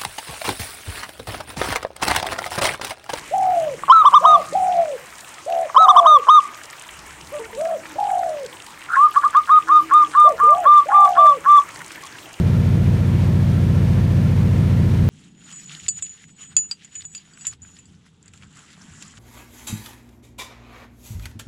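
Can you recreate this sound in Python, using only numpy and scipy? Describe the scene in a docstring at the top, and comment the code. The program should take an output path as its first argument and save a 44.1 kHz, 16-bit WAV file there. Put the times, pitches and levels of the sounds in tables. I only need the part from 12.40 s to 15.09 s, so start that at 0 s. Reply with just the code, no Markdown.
"""Inside the cabin of a small seaplane running low over water at steady throttle, unchanged from start to end.
In every engine cycle six cylinders puff unevenly: orders of the cycle rate, summed as sines, boom in the cabin.
A little after each puff's place in the cycle comes its rasp, a burst of coloured noise.
Throughout, filtered noise makes the airframe rumble, the propeller wash and slipstream, and the ringing panels;
wandering sines make the faint accessory whines."""
import sys
import numpy as np
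from scipy import signal
from scipy.fft import rfft, irfft, next_fast_len
from scipy.io import wavfile

SR = 44100
rng = np.random.default_rng(int(sys.argv[2]) if len(sys.argv) > 2 else 0)


def int16_out(signal):
    """Quantize to a 16-bit WAV file."""
    q = np.round(np.clip(np.atleast_2d(signal).T, -1, 1) * 32767)
    wavfile.write(sys.argv[1], SR, q.astype(np.int16))


N = 118629  # samples

CYCLE_HZ = 14.558  # one cycle is two turns
SPEED_WANDER_SHARE, WANDER_RATE_HZ = 0.00033, 4.4


def from_db(db):
    """Decibels to amplitude gain."""
    return 10 ** (np.asarray(db) / 20)


def rms_one(x):
    """Scale to unit rms."""
    return x / np.sqrt(np.mean(x ** 2) + 1e-20)


def drift(rate_hz):
    """Slow random signal of unit rms: white noise through two equal poles at rate_hz."""
    step = 40  # samples per drawn point
    pole = np.exp(-2 * np.pi * rate_hz * step / SR)
    white = rng.standard_normal(N // step + 2002)
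    slow = signal.lfilter([1], [1, -2 * pole, pole * pole], white)
    slow = slow[2000:]  # drop the filter's settling
    return np.interp(np.arange(N) / step, np.arange(len(slow)), rms_one(slow))


def noise(spectrum):
    """Unit-rms noise shaped by a (Hz, dB) table, interpolated over log frequency."""
    hz, db = np.transpose(spectrum)
    size = next_fast_len(N)
    bins_hz = np.maximum(np.fft.rfftfreq(size, 1 / SR), 1)
    gain = from_db(np.interp(np.log(bins_hz), np.log(hz), db))
    shaped = irfft(rfft(rng.standard_normal(size)) * gain, size)
    return rms_one(shaped[:N])


def turning(hz, wander_share):
    """Running count of cycles of something that spins at a nearly steady rate."""
    error = drift(WANDER_RATE_HZ)
    error = error - error.mean()
    return np.cumsum(hz * (1 + wander_share * error)) / SR


# Airframe rumble spectrum. Each row: frequency in Hz, relative density in dB per Hz.
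RUMBLE_SPECTRUM = [(15, -38), (30, -13), (42, -11), (55, -4.5), (90, -3.5), (120, -5), (165, -1.5),
                   (210, -8.5), (270, -12.5), (400, -29.5), (800, -53.5)]
RUMBLE_RMS_DB = -27


def rumble():
    """Low airframe rumble: steady noise with a low-frequency spectrum."""
    return from_db(RUMBLE_RMS_DB) * noise(RUMBLE_SPECTRUM)


# Accessory whines. Each row: frequency in Hz, level in dB rms.
WHINE_TONES = [(1048, -60), (4892, -75)]
WHINE_WANDER_SHARE = 0.001


def whines():
    """Gears and accessories: thin sines, each wandering in pitch on its own."""
    out = np.zeros(N)
    for hz, rms_db in WHINE_TONES:
        phase = 2 * np.pi * turning(hz, WHINE_WANDER_SHARE)
        out += np.sqrt(2) * from_db(rms_db) * np.sin(phase)
    return out


# Windscreen and cowling panel resonances. Each row: centre in Hz, width in Hz, level in dB rms.
PANEL_MODES = [(866, 47, -55.5), (1370, 68, -52.5), (1720, 100, -54.5), (2430, 90, -63)]
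GUST_DB, GUST_RATE_HZ = 2, 14


def panes():
    """Windscreen and cowling panels: noise-driven resonators, each with gusts of its own."""
    out = np.zeros(N)
    for hz, width_hz, rms_db in PANEL_MODES:
        b, a = signal.iirpeak(hz, hz / width_hz, fs=SR)
        ring = signal.lfilter(b, a, rng.standard_normal(N))
        gusts = from_db(GUST_DB * drift(GUST_RATE_HZ))
        out += from_db(rms_db) * rms_one(ring * gusts)
    return out


# Slipstream and propeller wash spectrum. Each row: frequency in Hz, relative density in dB per Hz.
WASH_SPECTRUM = [(200, -8), (600, 0.5), (950, 3), (1100, 1), (1400, -1.5), (1750, -0.9), (2300, -2),
                 (2600, -5), (3100, -5.5), (3700, -8), (3880, -9.3), (4080, -9), (4500, -10.5), (4950, -13),
                 (5600, -13), (6800, -15.5), (7500, -19), (8500, -18.5), (9600, -18.5), (10400, -28.5),
                 (11200, -24.5), (13000, -28), (15200, -40)]
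WASH_DB, FLICKER_DB, FLICKER_RATE_HZ = -39.5, 0.69, 21
BLADE_PASSES_PER_CYCLE, BLADE_CHOP_DEPTH = 4, 0.018


def wash(cycles):
    """Turbulent air on the windscreen: flickering noise, lightly chopped by the blades."""
    chop = 1 + BLADE_CHOP_DEPTH * np.cos(2 * np.pi * BLADE_PASSES_PER_CYCLE * cycles)
    level = from_db(WASH_DB + FLICKER_DB * drift(FLICKER_RATE_HZ))
    return level * chop * noise(WASH_SPECTRUM)


# Exhaust puffs as they reach the cabin, also played by boom().
# Each row: place in the two-turn cycle (0-1), relative strength in dB.
PUFF_TRAIN = [(.01, .1), (.181, -1.8), (.445, 1.1), (.565, 0), (.694, -.5), (.891, 1.5)]
# Gas rasp spectrum. Each row: frequency in Hz, relative density in dB per Hz.
RASP_SPECTRUM = [(150, -18), (260, -10), (340, 2), (430, -3), (560, -6.5), (660, -9.5), (770, -13.5),
                 (830, -42), (920, -9.5), (1100, -27.5), (2000, -27), (4000, -40.5)]
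RASP_RMS_DB = -35.5
RASP_DELAY_CYCLES, RASP_WIDTH_CYCLES = 0.077, 0.02
RASP_FLOOR = 1.9  # steady rasp, against a 0 dB puff's peak of 1


def rasp(cycles):
    """Gas noise of the puffs: steady noise swelling in a short Gaussian burst after each one."""
    gate = np.full(N, RASP_FLOOR)
    for place, db in PUFF_TRAIN:
        away_cycles = (cycles - place - RASP_DELAY_CYCLES + .5) % 1 - .5
        gate += from_db(db) * np.exp(-.5 * (away_cycles / RASP_WIDTH_CYCLES) ** 2)
    return from_db(RASP_RMS_DB) * rms_one(gate * noise(RASP_SPECTRUM))


# Cabin air modes. Each row: centre in Hz, width in Hz, signed share at the seat.
AIR_MODES = [(54, 36, 1), (212, 16, -.45), (292, 30, -.33)]
# Engine orders of the boom. Each row: multiple of the cycle rate, relative level in dB.
BOOM_ORDERS = [(4, -11.6), (5, -15.6), (6, -1.4), (7, -0.2), (8, -9.9), (9, -2.6), (10, -7.7), (11, -4.3),
               (12, -7.4), (13, -12.5), (14, -13.3), (15, -16.6), (16, -11.5), (17, -29.9), (18, -26.5),
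               (19, -26.7), (20, -37.3), (21, -25.1), (22, -20.3), (23, -33.0), (24, -37.7), (25, -24.9),
               (26, -30.7), (27, -27.8), (28, -34.9), (29, -37.3), (30, -33.8), (31, -35.4), (32, -29.6),
               (33, -29.4), (34, -37.1), (35, -30.8), (36, -31.2), (37, -36.5), (38, -35.1), (39, -32.1),
               (40, -36.1), (41, -43.8), (42, -41.1), (43, -36.5), (44, -35.7), (45, -43.3), (46, -37.0)]
BOOM_DB, UPPER_ORDERS_DB, UPPER_FROM_HZ = -20, -1, 340
UPPER_FLUTTER_SHARE = 0.3
UNEVEN_DB, UNEVEN_RATE_HZ = -0.16, 14  # the whole boom's level wavers slowly


def boom(cycles):
    """Engine orders: low ones phased by puff train and air modes, upper ones scattered and fluttering."""
    place, puff_db = np.transpose(PUFF_TRAIN)
    out = np.zeros(N)
    for order, level_db in BOOM_ORDERS:
        hz = order * CYCLE_HZ
        if hz < UPPER_FROM_HZ:
            puffs = -np.sum(from_db(puff_db) * np.exp(-2j * np.pi * order * place))
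            cabin = 0
            for centre_hz, width_hz, share in AIR_MODES:
                cabin += share / (1 + 1j * (hz ** 2 - centre_hz ** 2) / (hz * width_hz))
            path = np.exp(1j * np.angle(puffs * cabin))  # phase only; the table sets the level
        else:
            flutter = 1 + UPPER_FLUTTER_SHARE * (drift(WANDER_RATE_HZ) + 1j * drift(WANDER_RATE_HZ))
            path = from_db(UPPER_ORDERS_DB) * flutter * np.exp(2j * np.pi * rng.random())
        tone = np.real(path * np.exp(2j * np.pi * order * cycles))
        out += np.sqrt(2) * from_db(level_db) * tone
    return out * from_db(BOOM_DB + UNEVEN_DB * drift(UNEVEN_RATE_HZ))


def scene():
    """Airframe, air and engine as heard from the seat, on one shared engine rotation."""
    cycles = turning(CYCLE_HZ, SPEED_WANDER_SHARE)
    air = panes() + wash(cycles)
    engine = rasp(cycles) + boom(cycles)
    return (rumble() + whines() + air + engine)[None]


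CUTOFF_HZ = 15300


def record(dry):
    """Cut the top steeply with an elliptic low-pass."""
    low_pass = signal.ellip(12, .1, 90, CUTOFF_HZ, fs=SR, output="sos")  # order, ripple dB, stop dB
    return signal.sosfilt(low_pass, dry)


dry = scene()
out = record(dry)
int16_out(out)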